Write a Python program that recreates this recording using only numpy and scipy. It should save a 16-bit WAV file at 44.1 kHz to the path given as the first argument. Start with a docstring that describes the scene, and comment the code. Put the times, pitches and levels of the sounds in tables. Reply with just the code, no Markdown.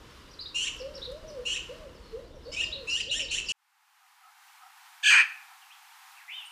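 """A young magpie on the sill of an open window in a small room: seven short squeals that flick up and break
into a rasp, pulses and breath from its syrinx shaped by throat and beak. Two faint ticks sound; outside, a dove
coos and sparrows chirp in wavering pure tones over the rumble of far traffic. The last squeal is cut short by a
second, bass-less scene: hiss fades in under one loud harsh squawk, faint hollow swells, a few soft gliding
notes and a whine."""
import sys
import numpy as np
from scipy import signal
from scipy.fft import rfft, irfft, next_fast_len
from scipy.io import wavfile
from scipy.ndimage import uniform_filter1d, minimum_filter1d, map_coordinates

SR = 44100
rng = np.random.default_rng(int(sys.argv[2]) if len(sys.argv) > 2 else 0)


def transcribe(signal):
    """Save signal, clipped to [-1, 1], as a 16-bit WAV file at the path in sys.argv[1]."""
    frames = np.atleast_2d(signal).T
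    limited = np.clip(frames, -1, 1)
    pcm = np.round(limited * 32767).astype(np.int16)
    wavfile.write(sys.argv[1], SR, pcm)


N = 287091
TIME = np.arange(N) / SR
SCENE_CHANGE_S, TOP_HZ = 3.522, 15150

# Magpie cues: (start [s], flick [s], rasp [s], end [s], first pitch [Hz], flick pitch [Hz],
# tone level [dB], rasp level [dB], roughness [0-1], treble [dB])
SQUEALS = [(0.547, 0.643, .665, .690, 1355, 1535, -27.5, -28, 0.3, 0.5),
           (1.455, 1.535, 1.556, 1.584, 1369, 1518, -28, -30.5, 0.31, -2),
           (2.564, 2.612, 2.631, 2.646, 1217, 1398, -27.5, -28, 0.15, -10),
           (2.874, 2.965, 2.999, 3.018, 1300, 1479, -28, -27, 0.15, -4.5),
           (3.111, 3.145, 3.190, 3.222, 1351, 1560, -27, -27.5, 0.24, -2.5),
           (3.311, 3.348, 3.375, 3.405, 1365, 1481, -28, -29, 0.5, 1.5),
           (3.488, 3.531, 3.550, 3.570, 1396, 1533, -27.5, -52.5, 0.38, 2)]
# Low creak into the third squeal: (time [s], pitch [Hz], level [dB], roughness [0-1])
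CREAK = [(2.515, 714.9, -51, 0.2), (2.53, 752, -37.5, .2), (2.55, 767.1, -34, 0.4),
         (2.568, 763.9, -53.5, 0.2)]
# Formants of the throat and nearly shut beak: (frequency [Hz], gain [dB])
SHUT_BEAK = [(900, -49), (1400, -37.5), (1850, -18), (2300, -8.5), (2850, 2), (3300, -8.5), (3750, -15.5),
             (4300, -15.5), (4900, -28), (5500, -11.5), (6500, -13.5), (7400, -9), (8150, -24), (8800, -19),
             (12000, -40)]


def squeals():
    """Each squeal climbs slowly on the throat resonance, flicks up past it and breaks into a rattle."""
    out = np.zeros(N)
    for start, flick, rasp, end, first_hz, flick_hz, db, rasp_db, rough, treble_db in SQUEALS:
        glide = flick - start
        t, pitch, level = controls([(start - .004, first_hz * .96, db - 9.5),
                                    (start + .1341 * glide, first_hz * 1.035, db + 1),
                                    (start + .6 * glide, (first_hz + flick_hz) / 2, db),
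                                    (flick, flick_hz * 1.01, db + 4),
                                    (flick + .3433 * (rasp - flick), 1810, db + 1),
                                    (rasp + .0028, 1920, db)])
        strain = np.interp(t, [start, flick - .369 * glide, flick], [.7, 1.5, .6])  # hoarsest mid-climb
        pitch = pitch * (1 + .0095338 * wobble(t, 90.972))
        voice = syrinx(t, pitch, rough * strain, SHUT_BEAK, jitter=.08232,
                       flutter=.21, flutter_hz=258.95, air=.202, air_hz=5950, pull=1.0833)
        shelf_db = np.interp(t, [start, rasp], [treble_db - 2, treble_db / 2 + .5])
        add(out, t, amp(level) * treble_shelf(voice, shelf_db))
        t, pitch, level = controls([(rasp - .003, 1500, rasp_db - 14),
                                    (rasp + .006, 1420, rasp_db + 4.5),
                                    (end + .0014, 1350, rasp_db + .5)])
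        rattle = syrinx(t, pitch, .96235, SHUT_BEAK, jitter=.11218,
                        flutter=.4095, flutter_hz=145.95, air=.29)
        add(out, t, amp(level) * treble_shelf(rattle, treble_db / 2 - 3.5))
    t, pitch, level, rough = controls(CREAK)
    creak = syrinx(t, pitch, rough, SHUT_BEAK, jitter=.04, flutter=.87, flutter_hz=148.86, air=1)
    add(out, t, amp(level) * creak)
    return out


def syrinx(t, pitch, rough, throat, jitter, flutter, flutter_hz, air, air_hz=5000, pull=0):
    """Pulses and gated air through the throat; roughness shakes their timing and size."""
    # the two sides of the syrinx beat against each other, in size (flutter) and timing (pull)
    beat = np.sin(phase_of(flutter_hz * (1 + .19851 * wobble(t, 69.495))))
    phase = phase_of(pitch * (1 + jitter * rough * wobble(t, 901.46))) + pull * rough * beat
    k = np.arange(1, 26)[:, None]
    pulses = unit((np.cos(k * phase - k * k / 2) * (k * pitch < TOP_HZ)).sum(0))
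    turbulence = unit(rng.standard_normal(len(t)) * (1 + np.cos(phase)))
    # the higher the partial, the more of it dissolves into hiss
    air_share = lambda hz: np.clip(air * (hz ** 2 + 7279000) / (hz ** 2 + air_hz ** 2), 0, 1)
    formants = lambda hz: amp(along(throat, hz)) / (1 + (hz / 12000) ** 12)
    voiced = filtered(pulses, lambda hz: formants(hz) * np.sqrt(1 - air_share(hz)))
    breath = filtered(turbulence, lambda hz: formants(hz) * np.sqrt(air_share(hz)))
    voice = voiced + np.sqrt(2 * abs(rough)) * breath
    return unit(voice * np.exp(flutter * rough * beat))


def squeal_ring(x, ring_hz=2940, width_hz=190):
    """A narrow band rings on long after each squeal."""
    band = filtered(x, lambda hz: 1 / (1 + ((hz - ring_hz) / width_hz) ** 2))
    return amp(-15) * (room(band, wet_db=-3, stretch=2.26, early_db=-31.5) - band)


# Faint ticks: (time [s], level [dB])
TICKS = [(.764, -39.5), (1.117, -41)]


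def ticks(decay_s=.026):
    """Tiny ticks of bright noise."""
    out = np.zeros(N)
    for start, db in TICKS:
        t, level = controls([(start, db), (start + decay_s, db - 43)])
        add(out, t, amp(level) * rng.standard_normal(len(t)), edge=.0005)
    return filtered(out, lambda hz: hz ** 2 / (hz ** 2 + 4000 ** 2) / (1 + (hz / 11000) ** 4))


# Bright squawk formants, beak wide open: (frequency [Hz], gain [dB])
GAPING_BEAK = [(1000, -46), (1700, 1.5), (2050, -15), (2350, -4), (3000, -0.5), (3750, -18.5), (4600, -7),
               (5400, -25), (6400, -5.5), (7200, -20.5), (8200, -9), (9600, -37), (11500, -27.5)]
# Dark squawk formants, beak closing: (frequency [Hz], gain [dB])
CLOSING_BEAK = [(650, -43), (950, -15.5), (1200, -16), (1700, 1.5), (2000, -7), (2450, 4), (3000, -13),
                (3700, -25), (4700, -20.5), (5400, -27.5), (6400, -30.5), (7200, -55.5), (8200, -23.5),
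                (10500, -50.5)]


def squawk(db=-19, clear_hz=812, harsh_hz=602.15, quaver_hz=37.35):
    """Both sides of the syrinx at once: a bright quaver sinks into a dark rasp as the beak closes."""
    out = np.zeros(N)
    t, level = envelope(5.026, 5.24, attack=.04533, release=.03674, edge_db=-14)
    broken = ease(t, start=5.089, length=.037)  # the voice drops and turns harsh
    quaver = np.pi * quaver_hz * (t - 5.039)
    clear_pitch = clear_hz * (1 + .076728 * np.cos(2 * quaver))
    harsh_pitch = harsh_hz * (1 + .045 * wobble(t, 60))
    pitch = blend(clear_pitch, harsh_pitch, broken)
    rough = blend(.06, .40332, broken)
    bright = syrinx(t, pitch, rough, GAPING_BEAK, jitter=.07,
                    flutter=.5, flutter_hz=96.51, air=1, air_hz=4957)
    dark = syrinx(t, pitch, rough, CLOSING_BEAK, jitter=.0955,
                  flutter=.28, flutter_hz=95.347, air=1, air_hz=2873, pull=.711)
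    gape = np.interp(t, [5.095, 5.125, 5.17, 5.22], [1, .512, .3306, .066])
    voice = gape * bright + np.sqrt(1 - gape ** 2) * dark
    # the other side whistles in pointed swings, then locks on to the fourth harmonic at the break
    swing_hz = 850 * np.exp((t[0] - t) / .11) * (1 - 2 * abs(np.sin(quaver)))
    whistle = tone(t, blend(2980 + swing_hz, 4 * harsh_pitch, broken), waver=.029952, waver_hz=351.73)
    whistle *= amp(blend(-2.5, -2, broken))
    add(out, t, amp(db + level) * (voice + whistle), edge=.013107)
    return out


def whine(db=-42.5, below_db=-16, above_db=-7):
    """A soft note that swoops up and sags: three neighbouring partials of a low buzz."""
    out = np.zeros(N)
    t, level = envelope(6.278, 6.44, attack=.01559, release=.04095, edge_db=-9)
    pitch = swoop(t, crest=6.35, first_hz=1996.2, crest_hz=3128.6, last_hz=2541.2)
    phase = phase_of(pitch * (1 + .017173 * wobble(t, 381.18)))
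    buzz = phase / 6
    sidebands = amp(below_db) * np.sin(phase - buzz) + amp(above_db) * np.sin(phase + buzz)
    add(out, t, amp(db + level) * unit(np.sin(phase) + sidebands))
    return out


# Dove cues: (start [s], crest [s], end [s], first pitch [Hz], crest pitch [Hz], level [dB], fade [dB])
COOS = [(0.8, 0.926, 1.0, 517.8, 600, -35, -14), (1.072, 1.19, 1.4148, 492.5, 643.2, -37.5, -4),
        (1.691, 1.749, 1.89, 476.1, 654, -38.5, -4.5), (2.125, 2.255, 2.39, 425.9, 704.6, -37.5, -15),
        (2.456, 2.526, 2.855, 463.6, 665, -42, -5), (3.069, 3.125, 3.265, 462.4, 660, -40, -8.5)]
# Low resonance of the window bay: (frequency [Hz], gain [dB])
WINDOW_BAY = [(380, -18.5), (450, 6.5), (530, 1), (590, -5), (630, -9.5), (665, -19.5), (720, -17)]


def dove():
    """Two phrases of three hollow, nearly pure coos; each leaps up and sinks ever faster."""
    out = np.zeros(N)
    for start, crest, end, first_hz, crest_hz, db, fade_db in COOS:
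        t, level = envelope(start, end, attack=.01882, release=.01584, edge_db=-8.5)
        level = level + db + fade_db * (t - start) / (end - start) + 2.5 * wobble(t, 35)
        pitch = swoop(t, crest, first_hz, crest_hz, last_hz=454.85, power=2.5)
        add(out, t, amp(level) * tone(t, pitch, waver=.021448, waver_hz=108.1), edge=.0027)
    return filtered(out, lambda hz: amp(along(WINDOW_BAY, hz)))


# High sparrow notes that arch and plunge: (peak time [s], peak pitch [Hz], level [dB])
SPARROW_ARCHES = [(.318, 5655, -52.5), (0.791, 5700, -49.5), (.953, 5473, -46.5), (1.279, 5887, -55),
                  (2.642, 5202, -41.5), (2.911, 5613, -37.5), (3.012, 5210, -39.5), (3.226, 5613, -45.5),
                  (3.468, 5399, -45)]
# Lower sparrow chips with a sharp peak: (peak time [s], peak pitch [Hz], level [dB])
SPARROW_CHIPS = [(.42, 4873, -39), (.487, 4678, -43.5), (1.048, 4480, -39), (2.33, 3940, -62.5),
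                 (2.746, 4338, -37.5), (3.113, 4193, -38), (3.314, 4564, -37)]


def sparrows(flutter_db=5, chip_rise_s=.031, chip_fall_s=.023987):
    """Two quick, slightly buzzy whistles, often in turn: a high arch and a lower peaked chip."""
    out = np.zeros(N)
    for peak, peak_hz, db in SPARROW_ARCHES:
        t, offset, level = controls([(peak - .015, -1, db - 5.5), (peak, 0, db), (peak + .032, 1, db)])
        pitch = peak_hz * (1 - .33 * offset ** 2)
        level += flutter_db * wobble(t, 173.28)
        add(out, t, amp(level) * tone(t, pitch, waver=.04, waver_hz=784.06))
    for peak, peak_hz, db in SPARROW_CHIPS:
        t, pitch = controls([(peak - chip_rise_s, peak_hz - 33000 * chip_rise_s),
                             (peak, peak_hz),
                             (peak + chip_fall_s, peak_hz - 58000 * chip_fall_s)])
        level = db + np.interp(t, [peak - chip_rise_s / 2, peak, t[-1]], [1.5, -1, -14.5])
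        level += flutter_db * wobble(t, 160)
        add(out, t, amp(level) * tone(t, pitch, waver=.03536, waver_hz=817.9))
    return out


# Faint slurs: (start [s], length [s], first pitch [Hz], last pitch [Hz], level [dB])
SLURS = [(2.03, 0.094, 4377, 4215, -60.5), (2.448, 0.1184, 4500, 4510, -53.5),
         (2.516, 0.035915, 4910, 5578, -39), (2.775, .065, 4250, 4200, -51),
         (5.614, 0.0322, 3260, 2520, -55.5), (5.698, 0.03807, 2248, 3593, -51),
         (6.166, 0.059, 2850, 1501, -52.5), (6.447, 0.044, 2880, 3031, -47.5),
         (6.451, 0.02884, 8970, 8429, -52.5)]


def soft_slurs():
    """Faint straight glides: thin bird whistles in scene one, the magpie's soft notes in scene two."""
    out = np.zeros(N)
    for start, length, first_hz, last_hz, db in SLURS:
        t, pitch = controls([(start, first_hz), (start + length, last_hz)])
        add(out, t, amp(db) * tone(t, pitch, waver=.03, waver_hz=804.87), edge=.006)
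    return out


def far_sparrows(count=85, db=-62):
    """A wash of faint falling chirps, scattered over the first scene."""
    out = np.zeros(N)
    for when, high, slur, loud in rng.random((count, 4)):
        start, hz = when * (SCENE_CHANGE_S - .1), 3900 + 1800 * high
        t, pitch, level = controls([(start, hz, db + 6 * loud + .5),
                                    (start + .04, hz * (.85 + .11 * slur), db - 3)])
        add(out, t, amp(level) * tone(t, pitch, waver=.032, waver_hz=786.66), edge=.021)
    return out


# Far-off hollow swells: (time [s], level [dB])
SWELLS = [(3.99, -67), (4.21, -57.5), (4.6, -54), (5.47, -57.5)]
# Their two resonances: (frequency [Hz], gain [dB])
SWELL_BANDS = [(780, -4.5), (1290, -2)]


def swells(length_s=.1099, width=.054):
    """A hollow noise in two narrow bands that comes and goes."""
    out = np.zeros(N)
    for start, db in SWELLS:
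        t, level = envelope(start, start + length_s, attack=.03465, release=.035, edge_db=-11)
        for centre_hz, band_db in SWELL_BANDS:
            noise = rng.standard_normal(len(t))
            band = filtered(noise, lambda hz: 1 / (1 + ((hz / centre_hz - 1) / width) ** 2))
            add(out, t, amp(db + band_db + level) * unit(band), edge=.0067)
    return out


# Low bed of far traffic: (frequency [Hz], level [dB])
TRAFFIC = [(15, -48), (25, 1), (70, 0.5), (97, -8), (178, -11), (214, -13), (305, -10.5), (484, -11),
           (669, -21), (746, -21.5), (1000, -22.5), (1300, -59), (2200, -120)]
# Outdoor air in the first scene: (frequency [Hz], level [dB])
OUTDOOR_AIR = [(470, -28.5), (800, -19), (962, 0.5), (1070, 2), (1270, -0.5), (2570, -8), (2900, -3),
               (3280, -6.5), (5350, -11), (6360, -15), (15000, -27.5)]
# Thin hiss in the second scene: (frequency [Hz], level [dB])
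HISS = [(650, -12), (800, 1), (1000, -2), (1300, -2), (1800, -4.5), (2600, -7), (3300, -10), (5000, -13),
        (8000, -16), (15000, -18.5)]


def ambience(spectrum, sway_db):
    """A bed of air or far traffic: shaped noise whose level sways a little."""
    noise = unit(filtered(rng.standard_normal(N), lambda hz: amp(along(spectrum, hz))))
    return noise * amp(sway_db * wobble(TIME, 6.8476))


# Small-room reverb before stretching: (frequency [Hz], 60 dB decay time [s])
ROOM_DECAY = [(300, 0.2442), (1500, 0.612), (2900, 0.48915), (5000, 0.4789), (10000, 0.32316)]


def room(x, wet_db, stretch=1, early_db=-13):
    """Direct sound, echoes from pane and frame, and a tail where each frequency dies at its own speed."""
    hz, t, noise = signal.stft(rng.standard_normal(SR), SR, nperseg=256)
    decay = amp(-60 * t / (stretch * along(ROOM_DECAY, hz)[:, None]))
    tail = signal.istft(noise * decay, SR, nperseg=256)[1]
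    tail = np.pad(tail, (SR // 300, 0))  # pre-delay
    response = amp(wet_db) * tail / np.linalg.norm(tail)
    delays = rng.integers(SR // 500, SR // 90, size=6)
    response[delays] += amp(early_db) * rng.choice([-1, 1], size=6) / np.sqrt(len(delays))
    return x + signal.fftconvolve(x, response)[:N]


def limiter(x, ceiling=.33267):
    """Fast gain control that holds the peaks down."""
    gain = np.minimum(1, ceiling / (abs(x) + 1e-9))
    return x * uniform_filter1d(minimum_filter1d(gain, size=90), size=90)


def treble_shelf(x, treble_db):
    """Raise or lower everything above the main throat resonance."""
    body = filtered(x, lambda hz: 1 / (1 + (hz / 3700) ** 12))
    return body + amp(treble_db) * (x - body)


def filtered(x, gain):
    """EQ x with a gain that is a function of frequency."""
    size = next_fast_len(len(x) + 8192)
    return irfft(rfft(x, size) * gain(np.fft.rfftfreq(size, 1 / SR)), size)[:len(x)]


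def tone(t, pitch, waver, waver_hz):
    """A whistle of rms 1 whose pitch wavers at random."""
    return unit(np.sin(phase_of(pitch * (1 + waver * wobble(t, waver_hz)))))


def swoop(t, crest, first_hz, crest_hz, last_hz, power=2):
    """A pitch that swoops up to its crest and then sinks ever faster."""
    rise = ease(t, t[0], crest - t[0])
    sink = np.clip((t - crest) / max(t[-1] - crest, 1 / SR), 0, 1) ** power
    return first_hz + (crest_hz - first_hz) * rise - (crest_hz - last_hz) * sink


def envelope(start, end, attack, release, edge_db):
    """Sample times of a call and its level in dB: up from edge_db, hold at 0, back down."""
    t = np.arange(round(start * SR), round(end * SR)) / SR
    return t, edge_db * (1 - np.clip(np.minimum((t - start) / attack, (end - t) / release), 0, 1))


def controls(rows):
    """Sample times and automation curves from (time, values...) breakpoints."""
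    times, *columns = np.transpose(rows)
    t = np.arange(round(times[0] * SR), round(times[-1] * SR)) / SR
    return [t] + [np.interp(t, times, column) for column in columns]


def add(track, t, x, edge=.003516):
    """Mix a call into the track, with fades of edge seconds."""
    x = x * np.clip(np.minimum(t - t[0], t[-1] - t) / edge, 0, 1)
    part = track[round(t[0] * SR):][:len(x)]
    part += x[:len(part)]


def wobble(t, rate):
    """A smooth random curve, rate knots a second."""
    position = (t - t[0]) * rate
    return map_coordinates(rng.standard_normal(int(position[-1]) + 4), [position])


def ease(t, start, length):
    """A smooth step from 0 to 1."""
    return (1 - np.cos(np.pi * np.clip((t - start) / length, 0, 1))) / 2


def blend(a, b, mix):
    """Crossfade from a to b."""
    return (1 - mix) * a + mix * b


def along(points, hz):
    """(Hz, value) points read on a log axis."""
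    freqs, values = np.transpose(points)
    return np.interp(np.log(hz + 1), np.log(freqs), values)


def phase_of(hz):
    """Running phase of a pitch curve."""
    return 2 * np.pi * np.cumsum(hz) / SR


def amp(db):
    """Decibels to gain."""
    return 10 ** (np.asarray(db) / 20)


def unit(x):
    """Scale to rms 1."""
    return x / np.sqrt(np.mean(x ** 2) + 1e-20)


def scene(low_cut_hz=715, fade_in_s=1.4106):
    """The squeal scene stops dead; the squawk scene has no bass, and its hiss fades in."""
    coos = amp(-2) * room(dove(), wet_db=-4.5, stretch=1.471)
    chirps = sparrows() + soft_slurs() + far_sparrows()
    soft_calls = coos + amp(-4) * room(chirps, wet_db=-2.5, stretch=.773, early_db=-11)
    calls = squeals()
    magpie = amp(-4.5) * (room(calls + ticks(), wet_db=-5, stretch=.9601) + squeal_ring(calls))
    traffic_db = blend(-53, -50, ease(TIME, start=.6013, length=.1467))
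    traffic = amp(traffic_db) * ambience(TRAFFIC, sway_db=.6681)
    air = amp(-57) * ambience(OUTDOOR_AIR, sway_db=2.8466)
    first = magpie + soft_calls + traffic + air

    fade_in = np.clip(.03739 + (TIME - SCENE_CHANGE_S) / fade_in_s, 0, 1)
    hiss = amp(-54) * fade_in * ambience(HISS, sway_db=1)
    voices = room(squawk(), wet_db=-13, stretch=.8503) + room(whine(), wet_db=-4.5)
    second = limiter(voices + soft_calls * (TIME > 5) + hiss + swells())
    second = filtered(second, lambda hz: 1 / np.sqrt(1 + (low_cut_hz / (hz + 10)) ** 48))
    switch = 1 - np.clip((SCENE_CHANGE_S - TIME) / .002, 0, 1)
    return blend(first, second, switch)[None]


def record(dry):
    """A brick-wall low-pass on the whole mix."""
    return np.array([filtered(x, lambda hz: hz < TOP_HZ) for x in dry])


dry = scene()
out = record(dry)
transcribe(out)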